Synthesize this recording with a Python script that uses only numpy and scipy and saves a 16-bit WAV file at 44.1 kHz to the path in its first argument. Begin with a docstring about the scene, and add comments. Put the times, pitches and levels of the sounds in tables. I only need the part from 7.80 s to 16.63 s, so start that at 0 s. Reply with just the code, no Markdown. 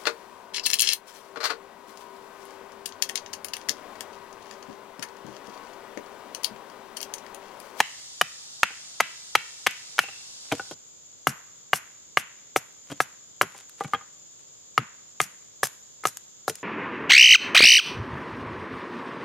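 """Forest floor among trees, two microphone ports close to the work.
A wooden baton drives a knife through an upright log, then through thin sticks.
Blows ring decaying wood modes and thump the ground; fibres tear as dense filtered clicks; small knocks follow.
The trees return a faint echo of scattered clicks. Insects, pulsed narrow noise, chirr near 7 kHz
throughout; a broad insect hiss, coloured noise, is heard only up to an abrupt cut near 3 s."""
import sys
import numpy as np
from scipy import signal
from scipy.fft import rfft, irfft, next_fast_len
from scipy.io import wavfile

SR = 44100
rng = np.random.default_rng(int(sys.argv[2]) if len(sys.argv) > 2 else 0)


def pcm_store(signal):
    """Save signal as 16-bit PCM."""
    levels = np.round(np.clip(np.atleast_2d(signal), -1, 1) * 32767)
    wavfile.write(sys.argv[1], SR, levels.astype(np.int16).T)


N = 389403

# low, middle and high register of the wood: from_hz, to_hz
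REGISTERS = [(280, 740), (960, 1770), (1950, 3360)]
# baton on the blade's back, in the log; bass and treble relative to the middle register:
# start_s, level_db, bass_db, treble_db, middle_mode_hz, high_mode_hz, high_mode_share (0-1),
# echo_send_db, graze_ahead_s
LOG_BLOWS = [(.0038, -25.5, 0, 1.5, 1085, 3050, .08, 0, 0.001),
             (0.4139, -21, -9, -3, 1560, 2950, 0.9, -5, 0.0016),
             (0.8319, -19, -16, -1, 1410, 2680, 0.56, -1, 0),
             (1.2053, -22, -6, -0.5, 1267, 2160, 0.58, -0.5, .003),
             (1.554, -22.5, -4.5, 1.5, 1296, 2240, 0, -1.5, 0.0022),
             (1.8687, -26, -3.5, 5, 1223, 2390, 0.16, 0, .004),
             (2.1903, -20.5, -9.5, -0.5, 1434, 2269, 0.03, -3, .0083)]
# the same in the sticks: start_s, level_db, bass_db, treble_db, middle_mode_hz, middle_mode_share (0-1),
# echo_send_db, tearing_db, tearing_length_s
STICK_BLOWS = [(3.47, -20.5, -7.5, -10, 1319, .25, 2, -37, .035),
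               (3.9325, -20, -8.5, -4, 1560, 0.3, -1.5, -34, 0.043),
               (4.3721, -21, -8, .5, 1198, 0.3, -1, -37, 0.031),
               (4.7616, -24.5, 2, -2.5, 1300, .48, -4, -27, 0.013),
               (5.2033, -21, -4, -6, 1306, .5, -4.5, -34, 0.024),
               (5.613, -18.5, -9, -7.5, 1388, .12, -3.5, -35, 0.016),
               (6.978, -18, -12.5, -7.5, 1272, .88, -2, -61, .01),
               (7.4023, -23.5, -6.5, -1, 1248, 0.72, -3, -35, 0.041),
               (7.832, -24.5, -3.5, -13, 1690, 0.5, -5, -29.5, .027),
               (8.2536, -21.5, -6.5, -10, 1266, 0.89, -11, -34, .036),
               (8.68, -30, 3, -19.5, 1370, 0.34, -6, -35, 0.02)]
# light wooden knocks: loose pieces touching or landing, and a soft graze just before a blow:
# start_s, level_db, bass_db, treble_db, middle_mode_hz, high_mode_hz
LIGHT_KNOCKS = [(.905, -45, -7.5, -6, 1550, 2440), (2.236, -55.5, 11.5, 12, 1499, 2700),
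                (2.285, -56.5, 7.5, 12.5, 1252, 2700), (2.717, -39.5, 4.5, 8, 1566, 2400),
                (2.796, -33, -4.5, -15, 1470, 2700), (5.748, -56.5, 5, 0, 1000, 2046),
                (6.008, -32, 2.5, -12.5, 1200, 1998), (6.047, -47, 3, 2.5, 1204, 2260),
                (6.1349, -21.5, -12, -13.5, 1225, 2110), (6.146, -37, 1, 1.5, 1620, 3225),
                (8.237, -40, -7, -6, 1292, 2110)]
# dull low wooden knocks: heavy wood bumping down, and the low ring of a late blow;
# knock and thump relative to the level:
# start_s, level_db, low_mode_hz, low_mode_share (0-1), knock_db, thump_db
DULL_KNOCKS = [(2.7219, -24.5, 280, 0.28, -14, -11), (2.911, -39, 398, .1, -22, -12),
               (5.102, -45, 291, 0.64, -1.5, -3), (5.1165, -36, 286, 0.66, -14.5, -6.5),
               (5.6282, -35.5, 388, .44, 0, -7), (6.045, -46.5, 231, .3, -4, 11),
               (8.698, -34.5, 443, 0.74, -14, -11.5)]
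# ringing modes of the log, the sticks, and the light and dull knocks, before random changes of strength:
# pitch_hz, relative_db, t60_s
LOG_MODES = [(600, -5, 0.033), (747, 4, 0.043), (894, 4.5, 0.017), (1251, -12.5, 0.033), (1510, -10, 0.02),
             (1790, 3.5, 0.024), (1970, -7.5, 0.0028), (2440, 1.5, 0.015), (2800, -11, 0.025),
             (3100, -26, 0.013)]
STICK_MODES = [(453, -3.5, .04), (584, 0, 0.027), (762, 1.5, 0.02), (1216, 0, 0.022), (1380, -7.5, 0.029),
               (1665, 2, 0.028), (2220, 3.5, 0.014), (2320, 0.5, 0.03), (2860, -1, 0.023),
               (3290, -15.5, 0.05)]
SMALL_KNOCK_MODES = [(305, 0.5, 0.014), (477, -4.5, 0.082), (634, -7.5, .04), (816, -5, 0.022),
                     (1296, -6, 0.11), (1480, 2, 0.09), (1730, 0, 0.03), (2200, -9.5, 0.047),
                     (2620, -12, .04), (3240, 2.5, 0.079)]
# the log gives way: start_s, level_db, length_s
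LOG_SPLIT = (2.186, -43.5, .046)
# thick fibres and twigs snapping, before the common snap gain: start_s, relative_db
SNAPS = [(1.91, -23.5), (3.4726, -9), (3.493, -18), (3.959, -15.5), (5.619, -9.5), (5.779, -31),
         (5.895, -31), (7.415, -8), (7.8337, -9), (7.8402, -11), (7.855, -17), (7.87, -16.5), (8.24, -27),
         (8.2713, -9), (8.371, -18), (8.697, -11.5), (8.755, -22)]
# knees and hands stir the dry litter: start_s, level_db, hold_s
STIRS = [(0, -57, .2), (2.712, -47, 0.053), (5.107, -51.5, 0.017), (5.744, -50.5, .03),
         (6.02, -47.5, 0.011), (6.584, -66.5, 0.021), (8.76, -57.5, 0.036)]
# noise colours of tearing fibre, crushed bark, dry litter, tree echo, forest air and insect hiss:
# frequency_hz, relative_db
FIBRE = [(60, -32), (600, -8), (1500, -3), (3000, -5), (4200, -7), (6000, 3.5), (8000, -0.5), (10500, 0),
         (12800, -1.5), (14500, -14), (16000, -21.5)]
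CRACK = [(60, -42), (400, -23), (2500, -24.5), (3700, -1), (4600, -1.5), (6000, 0.5), (8000, -6.5),
         (11500, -5), (13500, -11), (16000, -26)]
NEEDLES = [(200, -9.5), (450, 0), (1200, -1), (3000, 0.5), (4500, -4), (6500, -2), (9000, -6),
           (12000, -11.5), (16000, -29)]
ECHO = [(100, -18.5), (400, -13.5), (800, -6.5), (1300, -4), (2000, 1), (2800, 1.5), (4000, 0.5),
        (7000, -10), (12000, -3), (16000, -20.5)]
AIR = [(20, -15.5), (60, -4), (125, 2), (220, -2), (520, 1), (750, -4.5), (1200, -7), (1700, -12),
       (2600, -13.5), (3500, -4), (4100, -7.5), (6100, -2.5), (9000, -35), (14000, -21), (15200, -51.5)]
HISS = [(300, -24.5), (800, -9), (2300, -15), (3000, -7), (3500, -1.5), (4300, -0.5), (5000, 1),
        (5800, 1.5), (7200, -3), (8300, -0.5), (9300, -14.5), (10500, -13.5), (13000, -23), (15000, -37.5)]
# chirring insects, before a common gain: pitch_hz, width_hz, relative_db, pulses_per_s
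INSECTS = [(7014, 140, -56.5, 340), (6780, 290, -60, 290), (7420, 270, -62.5, 370), (6550, 210, -65.5, 260),
           (6350, 80, -66.5, 100)]
# thin insect tones within the hiss: pitch_hz, width_hz, level_db, pulses_per_s
HISS_TONES = [(4815, 69, -62, 380), (7200, 70, -66.5, 340)]
# left-right likeness of air, hiss and close sound: frequency_hz, likeness (-1 opposed to 1 alike)
AIR_LIKENESS = [(60, -0.31), (150, -0.03), (380, -0.67), (950, -0.66), (2380, 0.19), (5980, -0.7),
                (15000, 0.79)]
HISS_LIKENESS = [(60, -0.25), (240, -0.57), (950, -0.24), (3770, -0.49), (15000, -0.53)]
HIT_LIKENESS = [(100, 1), (1000, 0.94), (2200, 0.86), (4500, 0.92), (8000, .85), (13000, 0.38)]
# balance of close sound: frequency_hz, left_over_right_db
HIT_BALANCE = [(100, 0.4), (500, 1.05), (1200, 2), (2500, 2.5), (5000, 0.5), (8500, 2.5), (12500, -2)]

HIT_SIZE = SR // 6  # samples kept of each short sound
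LEVEL_WINDOW_S = .02  # short sounds are levelled as if their energy filled this time
TIME = np.arange(N) / SR
AGE = TIME[:HIT_SIZE]
GRAZE_LOSS_DB_PER_S = 1697.5  # a loose blade is touched before the blow; the earlier, the lighter
# the first blow seats a new stick in the ground; each later one keeps a share of the extra thump dB
THUMP_DB, SEATING_DB, SEATING_KEPT, NEW_STICK_PAUSE_S = -42.5, 12.5, 0.24, 1
REPEAT_S, REPEAT_LOSS_DB = .076, 27  # each light knock is followed by one much fainter repeat
TEAR_LEAD_S = .0035  # fibres start to give just before the knock
# thinner fibres: offset from the tear's level before the snap gain, reach in tear lengths
SMALL_SNAP_DB, SMALL_SNAP_REACH = 1, 1.6
STIR_RISE_DB_PER_S, STIR_FALL_DB_PER_S, LITTER_REST_DB = 328.5, 171.5, -83.5
BLADE_HZ, BLADE_T60_S, BLADE_HELD_DB, BLADE_FREED_DB = 2690, .7, -55, -37
HISS_END_S, RUMBLE_HZ, CUTOFF_HZ = 2.945, 45, 16800


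def log_blows(bass_hz, bass_share, middle_share, thump_db, crack_db):
    """Hard blows into the thick log, some led by a lighter graze."""
    for s, db, bass_db, treble_db, middle_hz, high_hz, share, echo_db, graze_s in LOG_BLOWS:
        pitches = (bass_hz, middle_hz, high_hz)
        shares = (bass_share, middle_share, share)
        for ahead_s in [0, graze_s] if graze_s > 0 else [0]:
            loss = GRAZE_LOSS_DB_PER_S * ahead_s
            levels = db - loss + np.array([bass_db, 0, treble_db])
            yield s - ahead_s, echo_db, thump_db - loss, crack_db - loss, levels, pitches, shares


def stick_blows(bass_hz, high_hz, bass_share, high_share, crack_db):
    """Runs of blows into thin sticks; the thump shrinks once a stick is seated."""
    last_s, seating_db = 0, 0
    for s, db, bass_db, treble_db, middle_hz, share, echo_db, _, _ in STICK_BLOWS:
        new_stick = s - last_s > NEW_STICK_PAUSE_S
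        seating_db = SEATING_DB if new_stick else seating_db * SEATING_KEPT
        last_s = s
        levels = db + np.array([bass_db, 0, treble_db])
        pitches = (bass_hz, middle_hz, high_hz)
        shares = (bass_share, share, high_share)
        yield s, echo_db, THUMP_DB + seating_db, crack_db, levels, pitches, shares


def light_knocks(bass_hz, shares, echo_db, thump_db, crack_db):
    """Light wooden knocks ring clearly, each with one much fainter repeat."""
    for s, db, bass_db, treble_db, middle_hz, high_hz in LIGHT_KNOCKS:
        pitches = (bass_hz, middle_hz, high_hz)
        for late_s, loss in (0, 0), (REPEAT_S, REPEAT_LOSS_DB):
            levels = db - loss + np.array([bass_db, 0, treble_db])
            top_db = levels.max()
            yield s + late_s, echo_db, top_db + thump_db, top_db + crack_db, levels, pitches, shares


def dull_knocks(middle_hz, high_hz, middle_share, high_share, treble_db, echo_db, crack_db):
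    """Dull low wooden knocks, each with a short higher knock on top."""
    for s, db, low_hz, share, knock_db, thump_db in DULL_KNOCKS:
        levels = db + np.array([0, knock_db, treble_db])
        pitches = (low_hz, middle_hz, high_hz)
        shares = (share, middle_share, high_share)
        yield s, echo_db, db + thump_db, db + crack_db, levels, pitches, shares


def knocks(contacts, modes, body_hz, contact_db, grit_db, grit_t60, main_t60, crack_t60,
           thump_hz, thump_t60, soil_db, echo_tone, echo_treble_db):
    """Each contact rings the wood; bark crushes with a crack and the ground takes the push.
    A contact is start_s, echo_db, thump_db, crack_db, then by register levels_db, pitches_hz, shares (0-1).
    Row 0 is the sound straight ahead, row 1 the sound sent all around."""
    ahead, around = np.zeros((2, N))
    contact = unit_hit(dying(0.00076))
    # neighbouring registers swing in opposite phase, so they join without a gap
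    filters = [(sign, signal.butter(2, edges, "band", fs=SR, output="sos"))
               for sign, edges in zip((1, -1, 1), REGISTERS)]
    for s, echo_db, thump_db, crack_db, levels, pitches, shares in contacts:
        strengths = rng.normal(0, 7.4, len(modes))  # dB
        wood = sum(from_db(db + extra_db) * ring(hz, t60)
                   for (hz, db, t60), extra_db in zip(modes, strengths))
        grit = rng.standard_normal((3, HIT_SIZE))
        # one hard pulse starts the knock; between the clear modes lie many faint, quickly damped ones
        faint_modes = from_db(grit_db) * unit_hit(grit[0] * dying(grit_t60))
        wood = unit_hit(wood) + from_db(contact_db) * contact + faint_modes
        # a narrow piece radiates little below its body frequency
        wood = band(wood, body_hz, 9000)
        sends = echo_db + np.array([0, 0, echo_treble_db])
        for db, hz, share, sent_db, (sign, sos) in zip(levels, pitches, shares, sends, filters):
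            # one bending mode leads each register
            share = np.clip(share, 0, 1)
            lead = unit_hit(ring(hz, main_t60 * (1300 / hz) ** 0.35) * (1 - dying(0.0023)))
            rest = unit_hit(signal.sosfilt(sos, wood))
            tone = unit_hit(np.sqrt(share) * lead + np.sqrt(1 - share) * rest)
            add(ahead, s, sign * from_db(db) * tone)
            # summed over all directions the modes even out
            even = unit_hit(signal.sosfilt(sos, contact + 1e-18))
            add(around, s, sign * from_db(db + sent_db) * unit_hit(echo_tone * tone + even))
        crack = from_db(crack_db) * unit_hit(colour(grit[1] * dying(crack_t60), CRACK))
        soil = from_db(soil_db) * unit_hit(band(grit[2] * dying(0.12), 99, 230))
        thump = unit_hit(ring(thump_hz, thump_t60) * (1 - dying(0.059))) + soil
        add(ahead, s, crack + from_db(thump_db) * unit_hit(band(thump, 85, 700)))
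        add(around, s, crack)
    return np.array([ahead, around])


def splitting(fibres_per_s, spread_db, fade_t60, snap_t60, snap_db, count):
    """The split runs as a dense crackle; thicker fibres let go with single snaps."""
    out, snaps = np.zeros(N), list(SNAPS)
    stick_tears = [(s - TEAR_LEAD_S, db, length) for s, *_, db, length in STICK_BLOWS]
    for s, db, length in [LOG_SPLIT] + stick_tears:
        fading = from_db(-60 * np.maximum(AGE - length, 0) / fade_t60)
        running = (1 - dying(0.023)) * fading
        crackle = rms_one(colour(grains(HIT_SIZE, fibres_per_s, spread_db), FIBRE))
        add(out, s, from_db(db) * running * crackle)
        snaps += [(s + SMALL_SNAP_REACH * length * along, db + SMALL_SNAP_DB) for along in rng.random(count)]
    for s, db in snaps:
        snap = colour(rng.standard_normal(HIT_SIZE) * (dying(snap_t60) + 0.2 * dying(.035)), FIBRE)
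        add(out, s, from_db(db + snap_db) * unit_hit(snap))
    return out


def litter():
    """Needles and dry leaves crackle under shifting weight; each stir swells, holds and settles."""
    level = from_db(LITTER_REST_DB)
    for s, db, hold in STIRS:
        rise_db = STIR_RISE_DB_PER_S * np.maximum(s - TIME, 0)
        fall_db = STIR_FALL_DB_PER_S * np.maximum(TIME - s - hold, 0)
        level = level + from_db(db - rise_db - fall_db)
    return level * rms_one(colour(grains(N, 620, 5.6), NEEDLES))


def at_ports(x):
    """Close sound reaches the two microphone ports with slightly different scatter and colour."""
    scatter = rms_one(rng.standard_normal(SR // 200)) / np.sqrt(SR // 200)
    side = signal.fftconvolve(x, scatter)[:N]
    left, right = widen(x, side, HIT_LIKENESS)
    size = next_fast_len(N, True)
    lean = from_db(at_hz(HIT_BALANCE, size) / 2)
    return irfft([rfft(left, size) * lean, rfft(right, size) / lean], size)[:, :N]


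def blade(width_hz):
    """The steel's ring lingers among the trees: faint while the log grips it, clear when the log lets go."""
    out, age = np.zeros((2, N)), TIME[:SR]
    for s, *_ in LOG_BLOWS:
        db = BLADE_FREED_DB if s == LOG_BLOWS[-1][0] else BLADE_HELD_DB
        for side in out:
            noise = rng.standard_normal(SR)
            scattered = rms_one(band(noise, BLADE_HZ - width_hz / 2, BLADE_HZ + width_hz / 2))
            add(side, s, scattered * from_db(db - 60 * age / BLADE_T60_S))
    return out


def forest(x, echo_db, t60, swell_s, near_db, near_t60):
    """Ground and near trunks scatter early; far trunks return a thin tail that swells a little later."""
    age = TIME[:SR]
    trunks = np.array([rms_one(grains(SR, 5000, 5.3)) for _ in range(3)])
    # the third set of reflections is shared by both sides
    trunks = colour(trunks[:2] + 0.51 * trunks[2], ECHO)
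    far = from_db(echo_db - 60 * age / t60) * (1 - np.exp(-(age / swell_s) ** 2))
    near = from_db(near_db - 60 * age / near_t60)
    response = trunks * (far + near) * (age > .008)  # nothing returns in the first 8 ms
    return signal.fftconvolve(x[None], response, axes=1)[:, :N]


def chirring(table, unevenness):
    """Many insects pulse their narrow resonances, out of step and from all sides."""
    out = np.zeros((2, N))
    for hz, width_hz, db, per_s in table:
        rate = per_s * (1 + unevenness * rng.standard_normal(N))
        phase = 2 * np.pi * np.cumsum(rate) / SR
        pulses = rng.standard_normal((2, N)) * (1 + 0.58 * np.sin(phase))
        # two resonators in a row narrow the band, so each is made 1.5 times as wide
        r = np.exp(-np.pi * 1.5 * width_hz / SR)
        poles = [1, -2 * r * np.cos(2 * np.pi * hz / SR), r * r]
        once = signal.lfilter([1], poles, pulses)
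        out += from_db(db) * rms_one(signal.lfilter([1, 0, -1], poles, once))
    return out


def stereo_noise(spectrum, likeness):
    """Diffuse steady noise, rms 1, for the air and the insect hiss."""
    mid, side = colour(rng.standard_normal((2, N)), spectrum)
    return rms_one(widen(mid, side, likeness))


def widen(mid, side, likeness):
    """Two ports hear a common part and an opposed part, by frequency."""
    size = next_fast_len(N, True)
    alike = np.clip(at_hz(likeness, size), -.99, .99)
    common = rfft(mid, size) * np.sqrt((1 + alike) / 2)
    opposed = rfft(side, size) * np.sqrt((1 - alike) / 2)
    return irfft([common + opposed, common - opposed], size)[:, :N]


def from_db(db):
    """Decibels to gain."""
    return 10 ** (np.asarray(db) / 20)


def rms_one(x):
    """Scale to rms 1."""
    return x / np.sqrt(np.mean(x ** 2) + 1e-20)


def unit_hit(x):
    """Scale a short sound to the energy of rms 1 over the level window."""
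    return x * np.sqrt(LEVEL_WINDOW_S * SR / (np.sum(x ** 2) + 1e-20))


def at_hz(points, size):
    """A frequency table read on the FFT grid of this size, along log frequency."""
    hz, value = np.transpose(points)
    return np.interp(np.log(np.fft.rfftfreq(size, 1 / SR) + 0.0012), np.log(hz), value)


def colour(x, spectrum):
    """Causal (minimum-phase) filter with the given spectrum."""
    size = 2 * next_fast_len(x.shape[-1] // 2 + HIT_SIZE // 8, True)
    cepstrum = irfft(np.log(from_db(at_hz(spectrum, size))))
    # folding the cepstrum forward makes the phase minimal
    cepstrum[1:size // 2] *= 2
    cepstrum[size // 2 + 1:] = 0
    return irfft(rfft(x, size) * np.exp(rfft(cepstrum)))[..., :x.shape[-1]]


def band(x, low_hz, high_hz):
    """Causal band-pass."""
    return signal.sosfilt(signal.butter(2, [low_hz, high_hz], "band", fs=SR, output="sos"), x + 1e-18)


def dying(t60):
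    """Envelope that loses 60 dB in t60 seconds."""
    return from_db(-60 * AGE / t60)


def ring(hz, t60):
    """One struck mode: a decaying sine."""
    return np.sin(2 * np.pi * hz * AGE) * dying(t60)


def grains(size, per_s, spread_db):
    """Random clicks of uneven strength."""
    born = rng.random(size) < per_s / SR
    signs = rng.choice([-1, 1], size)
    return born * signs * from_db(spread_db * np.minimum(rng.exponential(1, size), 4))


def add(track, s, sound):
    """Mix a short sound into a track at time s."""
    i = max(0, round(s * SR))
    track[i:i + len(sound)] += sound[:N - i]


def scene():
    """Woodwork close by, its echo, and the insects around."""
    on_log = log_blows(bass_hz=822, bass_share=.45, middle_share=.28, thump_db=-47.5, crack_db=-28)
    on_sticks = stick_blows(bass_hz=754, high_hz=2127, bass_share=.42, high_share=0.29, crack_db=-35.0)
    small = [*light_knocks(bass_hz=796, shares=(.65, .9, .8), echo_db=-3, thump_db=-21, crack_db=-23.5),
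             *dull_knocks(middle_hz=1460, high_hz=3180, middle_share=0.33, high_share=.35,
                          treble_db=-8.5, echo_db=-2, crack_db=-12.5)]
    log = knocks(on_log, LOG_MODES, body_hz=400, contact_db=5.5, grit_db=13.5, grit_t60=0.022,
                 main_t60=0.026, crack_t60=0.026, thump_hz=210, thump_t60=0.04, soil_db=1.5,
                 echo_tone=.18, echo_treble_db=3)
    sticks = knocks(on_sticks, STICK_MODES, body_hz=298, contact_db=-2.5, grit_db=5.0, grit_t60=0.02,
                    main_t60=0.031, crack_t60=0.042, thump_hz=137.4, thump_t60=0.072, soil_db=-1.0,
                    echo_tone=0.28, echo_treble_db=-1.5)
    small_knocks = knocks(small, SMALL_KNOCK_MODES, body_hz=137.2, contact_db=-12.0, grit_db=14.5,
                          grit_t60=.05, main_t60=0.053, crack_t60=0.042, thump_hz=157, thump_t60=0.045,
                          soil_db=5, echo_tone=.6, echo_treble_db=-2.5)
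    tearing = splitting(fibres_per_s=9800, spread_db=0.5, fade_t60=0.064, snap_t60=0.007,
                        snap_db=-20.5, count=3)
    # tearing and litter go equally ahead and all around
    ahead, around = log + sticks + small_knocks + tearing + litter()
    echo = forest(around, echo_db=-56, t60=0.81, swell_s=.045, near_db=-44.5, near_t60=0.25)
    steel = blade(width_hz=160)
    air = from_db(-56.0) * stereo_noise(AIR, AIR_LIKENESS)
    hiss = from_db(-44.5) * stereo_noise(HISS, HISS_LIKENESS) + chirring(HISS_TONES, unevenness=2.0)
    # the hiss and its thin tones are cut off abruptly
    hiss_gate = np.clip((HISS_END_S - TIME) / 0.0038, 0, 1)
    insects = from_db(3.0) * chirring(INSECTS, unevenness=7.0)
    return at_ports(ahead) + echo + steel + air + hiss_gate * hiss + insects


def gain_control(x, threshold_db, slope, release_db_per_s, attack_s):
    """Loud peaks pull the gain of both channels down a little, and it creeps back."""
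    peak_db = 20 * np.log10(np.abs(x).max(axis=0) + 1e-9)
    over = slope * np.maximum(peak_db - threshold_db, 0)
    held = np.maximum.accumulate(over + release_db_per_s * TIME) - release_db_per_s * TIME
    r = np.exp(-1 / (attack_s * SR))
    return x * from_db(-signal.lfilter([1 - r], [1, -r], held))


def record(dry):
    """The microphone chain: rumble filter, gain control, rounded peaks, and the top cut."""
    x = signal.sosfilt(signal.butter(1, RUMBLE_HZ, "high", fs=SR, output="sos"), dry)
    x = gain_control(x, threshold_db=-19, slope=0.11, release_db_per_s=19.5, attack_s=0.033)
    x = x / (1 + x ** 6) ** (1 / 6)
    return signal.sosfilt(signal.cheby2(14, 70, CUTOFF_HZ, fs=SR, output="sos"), x)


dry = scene()
out = record(dry)
pcm_store(out)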